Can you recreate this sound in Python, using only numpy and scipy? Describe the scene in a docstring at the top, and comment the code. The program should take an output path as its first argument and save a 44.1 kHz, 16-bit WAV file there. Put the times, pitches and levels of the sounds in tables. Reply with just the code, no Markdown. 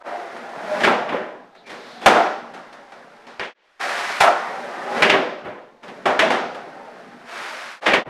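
"""Skateboard on a garage ramp

A bare concrete garage, one small microphone in a fixed spot. A skater rolls up a plywood ramp, stalls,
drops back and coasts away, does it again and starts a third run. Hard wheels roar on the gritty floor;
each blow rings the ramp, the deck and the metal trucks. Knocks are drier close by and roomier far off.
The garage rings on after each one, and the loudest overload the microphone."""
import sys
import numpy as np
from scipy import signal
from scipy.io import wavfile
from scipy.ndimage import uniform_filter1d

SR = 44100
rng = np.random.default_rng(int(sys.argv[2]) if len(sys.argv) > 2 else 0)


def output_pcm(signal):
    """Save a mono or channel-first signal as 16-bit PCM at the path in sys.argv[1].

    Samples are clipped to [-1, 1] before scaling.
    """
    pcm = np.clip(np.atleast_2d(signal).T, -1, 1) * 32767
    wavfile.write(sys.argv[1], SR, np.round(pcm).astype(np.int16))


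N = 356769
FFT_SIZE = 8192
HZ, TIME = np.fft.rfftfreq(FFT_SIZE, 1 / SR), np.arange(N) / SR


def amp(db):
    """Decibels to gain."""
    return 10 ** (np.asarray(db) / 20)


def unit_rms(x):
    """Scales to rms 1."""
    return x / np.sqrt(np.mean(x ** 2) + 1e-20)


def curve_at(points, hz):
    """Reads a table on a log-frequency axis."""
    freqs, values = np.transpose(points)
    return np.interp(np.log(hz + 1), np.log(freqs + 1), values)


def since(start_s):
    """Seconds gone by after a moment, zero before it."""
    return np.maximum(TIME - start_s, 0)


def add(mix, start_s, sound):
    """Mixes a sound in at a time."""
    part = mix[max(round(start_s * SR), 0):][:len(sound)]
    part += sound[:len(part)]


def body(spectrum, modes=()):
    """Frequency response of unit power: a broad spectrum with resonance peaks on it."""
    peaks = sum((amp(db) ** 2 - 1) / (1 + (2 * (HZ - hz) / width) ** 2) for hz, width, db in modes)
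    return unit_rms(amp(curve_at(spectrum, HZ)) * np.sqrt(np.maximum(1 + peaks, .1)))


def ring(x, response):
    """Passes x through the minimum-phase filter that has this response."""
    log_gain = np.log(np.maximum(response, 1e-5))
    mirrored = np.concatenate([log_gain, log_gain[-2:0:-1]])
    impulse = np.fft.ifft(np.exp(np.conj(signal.hilbert(mirrored)))).real
    return signal.oaconvolve(x, impulse[:FFT_SIZE // 2])[:len(x)]


def floor_grain(per_s, spread_db, wet_db=2, echo_s=0.049):
    """Random clicks of a wheel on rough concrete, a few much larger, and their wash in the room."""
    sizes = amp(spread_db * np.minimum(rng.exponential(1, N), 5))
    clicks = sizes * rng.choice([-1, 1], N) * (rng.random(N) < per_s / SR)
    room_energy = signal.lfilter([1], [1, -np.exp(-1 / (echo_s * SR))], clicks ** 2)
    wash = np.sqrt(room_energy) * rng.standard_normal(N)
    return unit_rms(clicks) + amp(wet_db) * unit_rms(wash)


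def standing_waves(x, depth_db=3.5, frames=12, bins=3):
    """Narrow peaks come and go as the board moves through the standing waves of the room."""
    spectra = signal.stft(x, nperseg=2048, noverlap=1536)[2]
    drift = uniform_filter1d(rng.standard_normal(spectra.shape), frames, axis=1)
    patches = unit_rms(uniform_filter1d(drift, bins, axis=0))
    return unit_rms(signal.istft(spectra * amp(depth_db * patches), nperseg=2048, noverlap=1536)[1][:N])


def stretch(start_s, end_s, level_db, tone_db, change_db=0, rise_s=0.063, release_s=0.061):
    """Gains of rumble, roar and grit over one part of a ride: rise, hold, die away in the room."""
    envelope = np.minimum(since(start_s) / rise_s, 1) * np.exp(-since(end_s) / release_s)
    return envelope * amp(level_db + np.array(tone_db)[:, None] + change_db)


def run_up(start_s, ramp_s, floor_db, ramp_db, rumble_db, settle_s=.22, approach_s=0.15):
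    """The wheels settle, grow louder towards the ramp, then slow to a stall on the smooth plywood."""
    # wheel tone on floor and ramp, swells at set-down and near the ramp: rumble_db, roar_db, grit_db
    cruise_db = [-15, -2.5, -11]
    climb_db = [-12, -5, -24]
    set_down_db = [-9.5, 6, 2]
    approach_db = [14, 10, 11.5]
    climb_s, stall_s, speed_power = 0.95, .85, 2.39
    creep = 0.25  # share of its speed the board keeps while the rider balances at the top
    settling = np.exp(-(since(start_s) / settle_s) ** 2)
    closeness = np.exp(-(np.maximum(ramp_s - TIME, 0) / approach_s) ** 2)
    swell_db = np.outer(set_down_db, settling) + np.outer(approach_db, closeness)
    swell_db[0] += rumble_db
    speed = np.maximum(1 - since(ramp_s) / climb_s, creep)  # gravity slows the board
    return [stretch(start_s, ramp_s, floor_db, cruise_db, swell_db),
            stretch(ramp_s, ramp_s + stall_s, ramp_db, climb_db) * speed ** speed_power]


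def roll_back(start_s, floor_s, end_s, ramp_db, floor_db, rumble_db, grit_db, jolt_s=0.29):
    """The board rolls quietly down, lands with a jolt and coasts away."""
    # wheel tone on ramp and floor, and the swell while the board shakes: rumble_db, roar_db, grit_db
    descent_db = [-7.5, -3.5, -8]
    coast_db = [-9.5, -3, -7.5]
    jolt_db = [23.5, 28, 4]
    colour_db = np.array([[rumble_db], [0], [grit_db]])
    shake_db = np.outer(jolt_db, np.exp(-since(floor_s) / jolt_s))
    return [stretch(start_s, floor_s, ramp_db, descent_db, colour_db),
            stretch(floor_s, end_s, floor_db, coast_db, colour_db + shake_db)]


def turn(start_s, end_s, rise_s, level_db):
    """Wheels dragged sideways hiss with grit and fade as the turn slows."""
    # tone of the scrape: rumble_db, roar_db, grit_db
    scrape_db = [-23, -1, 1.5]
    # its fade: rumble_db_per_s, roar_db_per_s, grit_db_per_s
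    fade_rates = [10, 26.5, 14.5]
    return [stretch(start_s, end_s, level_db, scrape_db, -np.outer(fade_rates, since(start_s)), rise_s)]


def rolling(spin_hz=17, throb_db=0.1):
    """Floor grain shakes deck and wheels; slightly uneven wheels throb as they turn."""
    # across the floor and up the ramp: start_s, ramp_s, floor_db, ramp_db, rumble_db
    run_ups = [(0.0, 0.795, -33, -18.5, 2), (4.255, 5.06, -28.5, -24.5, -2.5), (7.77, 7.859, -42, -19, 6)]
    # back down and away: start_s, floor_s, end_s, ramp_db, floor_db, rumble_db, grit_db
    roll_backs = [(1.65, 2.058, 3.45, -41, -45.5, -0.5, -0.5), (5.803, 6.197, 7.25, -41, -42.5, 1.5, -1)]
    # sideways scrapes: start_s, end_s, rise_s, level_db
    turns = [(1.672, 2.05, 0.034, -47.5), (3.602, 3.8, .05, -54.5), (3.794, 4.204, 0.019, -24),
             (7.244, 7.81, 0.16, -30.5)]
    # low, middle and high layers of the wheel noise: freq_hz, level_db
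    rumble_spectrum = [(30, -55), (70, -37), (95, -16), (130, 1), (190, 3), (240, 5), (300, -0.5), (450, 9),
                       (1500, -59.5)]
    roar_spectrum = [(60, -57), (220, -22), (350, -1.5), (600, 2), (800, 2.5), (1050, -1.5), (1650, -6),
                     (1980, -9.5), (2250, -14.5), (2900, -22.5), (6000, -53), (14000, -75)]
    grit_spectrum = [(200, -57), (900, 6), (1500, 11), (2050, 8), (2450, 4.5), (2950, 0.5), (4000, -2.5),
                     (5300, -5.5), (6000, -8.5), (7200, -13), (9600, -16.5), (13500, -28.5)]
    # resonances of the room and of the wheels: pitch_hz, width_hz, boost_db
    room_modes = [(137, 11, 0.5), (187, 13, 8.5), (238.4, 18, 12), (288, 37, 8)]
    wheel_modes = [(326, 25, 2), (384, 32, 1.05), (581, 49, 6.1), (688, 28, 5.4), (794, 49, 5.6),
                   (1370, 110, 0.91), (1600, 82, 3), (1890, 160, 2.2)]
    moves = [(run_up, run_ups), (roll_back, roll_backs), (turn, turns)]
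    power = sum(gains ** 2 for move, rows in moves for row in rows for gains in move(*row))
    rumble_gain, roar_gain, grit_gain = np.sqrt(power)
    throb_rates_hz = spin_hz * rng.uniform(0.26, 2.7, 12)
    throb = unit_rms(sum(np.sin(2 * np.pi * (hz * TIME + rng.random())) for hz in throb_rates_hz))
    rumble = unit_rms(ring(floor_grain(per_s=1500, spread_db=8), body(rumble_spectrum, room_modes)))
    roar = standing_waves(ring(floor_grain(per_s=2000, spread_db=2), body(roar_spectrum, wheel_modes)))
    grit = unit_rms(ring(floor_grain(per_s=2000, spread_db=2.5), body(grit_spectrum)))
    return (rumble_gain * rumble + roar_gain * roar + grit_gain * grit) * amp(throb_db * throb)


def strikes():
    """Start, part levels and chatter of each blow: hard ones ring the trucks and tick, heavy ones thud."""
    # blows on the board: start_s, level_db, hardness_db, weight_db, chatter_s
    cracks = [(0.052, -29, -5, -11, 0.092), (0.363, -36.5, 0, 2, .015), (0.552, -38, -13, 15, 0.0035),
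              (2.537, -34, 3.5, -8, 0.026), (2.727, -41, 4.5, 3, 0.0088), (2.920, -40.5, 2, 5, 0.012),
              (3.268, -39, 5, 4, 0.012), (6.545, -31, -3, 6, .015)]  # wheels tick over cracks in the floor
    landings = [(0.798, -23, 9.5, -6, 0.061), (0.874, -11, -25.5, -1, 0.0052), (2.060, -7, 5, 5.5, 0.013),
                (2.150, -13.5, -5.5, -8, 0.063), (4.957, -24.5, 4, -11, 0.038),
                (6.056, -13.5, -1.5, 2.5, 0.015), (6.302, -16, 5, -13, 0.022)]  # the rider's weight comes down at the foot of the ramp
    clacks = [(0.835, -13, 1.5, -11, 0.017), (3.396, -26.5, -1.5, 13, 0.0015),
              (3.432, -36.5, 6, -4.5, 0.012), (5.022, -11.5, 3, 3, 0.011), (5.097, -12, 0.5, 1, 0.0092),
              (6.192, -15.5, 3, 8, 0.0079), (7.859, -12, 0, 2.5, 0.04), (7.935, -11.5, -1, 0, 0.0093)]  # trucks clack as the wheels hit the ramp's lip or the floor
    booms = [(1.090, -26.5, 12, -8, 0.0075), (1.122, -19.5, -4, -2, 0.018), (5.138, -13, 1, -4, 0.0057),
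             (5.445, -30.5, -0.5, 9, 0.043), (8.056, -20, -22, 16, 0.018)]  # the plywood booms under the load
    shifts = [(1.550, -50, 0.5, -8, 0.0062), (1.660, -44, 7, -8, 0.039), (1.692, -37, 1, 8, 0.039),
              (2.012, -28.5, -2.5, -5, .081), (5.831, -39.5, -2.5, -1, .018), (5.879, -38, -1.5, -10, .013),
              (7.818, -36, 7, -12, .035)]  # trucks knock as the rider shifts weight
    slaps = [(4.204, -13.5, 8, 9, 0.016), (4.235, -9.5, -2.5, -14, 0.016), (4.272, -14, -11, -7, .01)]  # the board slaps onto concrete after a turn
    # share of hardness and of weight that reaches each part: thud, ramp, deck, truck, tick
    hard_shares = np.array([0.034, 0.062, 0.098, 0.62, 1.0])
    heavy_shares = np.array([1.0, 0.16, 0, 0.12, 0.19])

    def shake(rows, parts_db):
        """One kind of blow; parts_db is thud_db, ramp_db, deck_db, truck_db, tick_db."""
        return [(start_s, level_db + hard_db * hard_shares + heavy_db * heavy_shares + parts_db, chatter_s)
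                for start_s, level_db, hard_db, heavy_db, chatter_s in rows]

    return (shake(clacks, (-34, -4.5, -9.5, 0, -16))
            + shake(landings, (-27, -3, -0.5, -6.5, -19.5))
            + shake(slaps, (-32, -12.5, 1, -7, -20))
            + shake(booms, (-23, 1, -20.5, -9, -33))
            + shake(cracks, (-43, -5.5, -2, -9.5, -17))
            + shake(shifts, (-24, 1.5, -7.5, -2.5, -11)))


def rattle(t, chatter_s, early_s=0.011, attack_share=0.1, spiky_db=2.5, clack_s=0.00088):
    """Loose hardware chatters in uneven clacks; a longer chatter starts more softly."""
    clacks = unit_rms(uniform_filter1d(rng.standard_normal(len(t)), int(clack_s * SR)))
    envelope = np.exp(-t / (early_s + chatter_s)) * (1 - np.exp(-t / (attack_share * chatter_s)))
    return unit_rms(rng.standard_normal(len(t)) * amp(spiky_db * np.clip(clacks, -2, 2)) * envelope)


def wall_echoes():
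    """One second of dense echoes off bare walls, each band dying at its own speed."""
    # reverberation of the garage: freq_hz, t60_s
    decay_times = [(60, 0.17), (130, 0.32), (250, 0.57), (800, 0.59), (2200, 0.57), (5500, 0.75),
                   (9000, 0.45), (14000, 0.21)]
    hz, t, spectra = signal.stft(rng.standard_normal(SR), SR, nperseg=256)
    decay = amp(-60 * t / curve_at(decay_times, hz)[:, None])
    return signal.istft(spectra * decay, SR, nperseg=256)[1][:SR]


def blows(build_s=0.0032, energy_s=0.025, click_db=-13, soften_s=0.025, shelf_hz=7500):
    """Each blow is a contact click, a rattle and the room's tail, coloured by the parts it shakes."""
    # what each part radiates: freq_hz, level_db
    thud = [(15, -24), (35, -10), (70, -5), (110, 1.5), (170, 5), (500, -51.5), (3000, -81)]
    ramp = [(30, -48), (60, -52), (105, -22.5), (150, -19.5), (200, -3.5), (400, 1.5), (620, 2.5),
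            (1000, -2.5), (2000, -8), (4000, -36.5), (12000, -44)]
    deck = [(30, -43), (130, -40.5), (300, -35), (500, -3.5), (720, 3), (1050, -1), (1400, -0.5),
            (2000, -12), (4000, -52.5), (12000, -62)]
    truck = [(30, -23), (300, -40), (900, -5.5), (1700, -4), (2300, -4), (3100, -7.5), (4500, -22.5),
             (7000, -37.5), (14000, -89)]
    tick = [(30, -37), (1500, -29), (3500, 4.5), (5300, -1), (7000, -7), (9500, -12), (14000, -28.5)]
    # resonances of the wood and metal: pitch_hz, width_hz, boost_db
    ramp_modes = [(178, 33, 6.9), (242, 24, 3.3), (335, 51, 3.8), (388.6, 10.2, 9), (490.4, 8.6, 9.8),
                  (552, 18, 3.8), (608.6, 6.4, 12.2), (844, 6.6, 6.6), (1020, 13, 8.2)]
    deck_modes = [(579, 12, 3.1), (684, 8.1, 8.8), (784, 34, 6.9), (820, 12, 2.2), (930, 36, 5.2),
                  (1338, 37, 4.2), (1446, 56, 5)]
    truck_modes = [(1670, 99, 5.4), (1872, 39, 7.5), (1990, 14, 3.9), (2060, 23, 5.6), (2246, 40, 5.1),
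                   (2365, 40, 3.1), (2530, 26, 2.4), (2610, 30, 2.5), (2820, 21, 4.7), (3550, 230, 2.2)]
    # room against direct sound: thud_db, ramp_db, deck_db, truck_db, tick_db
    wet_db = [-16.5, 1, -2.5, -6.5, -7.5]
    # the board's distance, dry and bright near the microphone: time_s, room_db, treble_db
    distance = [(0.85, 0, 1), (1.15, 2.5, -5.5), (2.06, -1.5, 3.5), (3.4, 8, -6), (4.25, -3.5, 8.5),
                (5.05, -1.5, -6), (6.15, 2.5, 0.5), (7.9, -5.5, -5)]
    times_s, room_db, treble_db = np.transpose(distance)
    parts = [body(thud), body(ramp, ramp_modes), body(deck, deck_modes),
             body(truck, truck_modes), body(tick)]
    power_spectra = np.array(parts) ** 2
    t, out = np.arange(SR) / SR, np.zeros(N)
    for start_s, parts_db, chatter_s in strikes():
        click = amp(click_db) * np.exp(-chatter_s / soften_s) * unit_rms(1. * (t == 0))
        contact = unit_rms(rattle(t, chatter_s) + click)
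        filling = 1 - np.exp(-t / (build_s + chatter_s))  # the room fills while the chatter lasts
        tail = unit_rms(wall_echoes() * filling)
        energy = amp(parts_db) ** 2 * energy_s
        wet_share = 1 / (1 + amp(np.add(wet_db, np.interp(start_s, times_s, room_db))) ** -2)
        shelf = amp(np.interp(start_s, times_s, treble_db) / (1 + (shelf_hz / (HZ + 1)) ** 4))
        direct = ring(contact, shelf * np.sqrt(energy * (1 - wet_share) @ power_spectra))
        room = ring(tail, shelf * np.sqrt(energy * wet_share @ power_spectra))
        add(out, start_s, direct + room)
    return out


def brief_tones(unsteady=0.58):
    """Single noise-driven resonances swell and die, unsteady in pitch and strength."""
    # short tones and hisses, rings near 700 Hz just after the board lands, a bright snap on one clack:
    # peak_s, pitch_hz, width_hz, level_db, half_length_s
    tones = [ (0.154, 706, 50, -33.5, 0.059), (0.723, 611, 22.4, -22.5, 0.024),
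             (1.594, 3830, 960, -57, 0.031), (1.673, 2360, 250, -48, 0.017),
             (1.912, 3860, 2020, -48.5, 0.13), (2.038, 3380, 244, -43, 0.022),
             (2.183, 735, 28, -20.5, 0.074), (3.398, 4840, 900, -31.5, 0.0015),
             (3.843, 784, 34.3, -18.5, 0.012), (4.29, 695, 60, -13.5, 0.012),
             (6.239, 650, 30.4, -15.5, 0.022), ]
    out, t = np.zeros(N), np.arange(SR) / SR - .5
    for peak_s, pitch_hz, width_hz, level_db, half_length_s in tones:
        pole = np.exp(-np.pi * width_hz / SR)
        noise = rng.standard_normal(SR) + 1j * rng.standard_normal(SR)
        drive = signal.lfilter([1], [1, -2 * pole, pole * pole], noise)
        tone = (drive / abs(drive) ** (1 - unsteady) * np.exp(2j * np.pi * pitch_hz * t)).real
        swell = amp(level_db) / np.cosh(np.clip(1.3 * t / half_length_s, -30, 30))
        before_start = max(round((.5 - peak_s) * SR), 0)
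        add(out, peak_s - .5, (unit_rms(tone) * swell)[before_start:])
    return out


def scene():
    """Rolling, brief tones and blows, heard from one spot in the garage."""
    return (rolling() + brief_tones() + blows())[None]


def record(dry, limit_db=-10, squeeze=0.11, recover_db_per_s=70, ceiling=.75, lopsided=.12):
    """A small microphone: gain control, overload with a low bump, faint hiss, dips and a band limit."""
    # hiss of the quiet garage: freq_hz, level_db
    hiss_spectrum = [(20, -6), (60, -16), (120, -16), (300, -14.5), (1500, -18), (4000, -18), (14000, -42)]
    # the level dips briefly to nothing: time_s, fall_s, rise_s
    dips = [(0.028, 0.0039, 0.046), (3.54, 0.091, 0.45), (7.808, 0.083, .04), (8.042, 0.055, 0.2)]
    hiss_db, top_hz = -66, 14100
    power = signal.lfilter([1 / 200], [1, 1 / 200 - 1], dry[0] ** 2)  # smoothed over 200 samples
    recovery_db = TIME * recover_db_per_s
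    held_db = np.maximum.accumulate(10 * np.log10(power + 1e-12) + recovery_db) - recovery_db
    ducked = dry[0] / amp(squeeze * np.maximum(held_db - limit_db, 0))
    clipped = ducked / (1 + (ducked / ceiling) ** 6) ** (1 / 6)
    # overload is lopsided: what is cut off pushes the signal one way
    bump_band = signal.butter(2, [20, 110], "band", fs=SR, output="sos")
    bump = lopsided * signal.sosfilt(bump_band, abs(ducked - clipped))
    mix = clipped + bump + amp(hiss_db) * ring(rng.standard_normal(N), body(hiss_spectrum))
    for time_s, fall_s, rise_s in dips:
        mix *= np.clip(np.maximum((time_s - TIME) / fall_s, (TIME - time_s) / rise_s), 0, 1)
    lowpass = signal.firwin(255, top_hz, window=("kaiser", 8), fs=SR)
    return signal.oaconvolve(mix, lowpass, "same")[None]


dry = scene()
out = record(dry)
output_pcm(out)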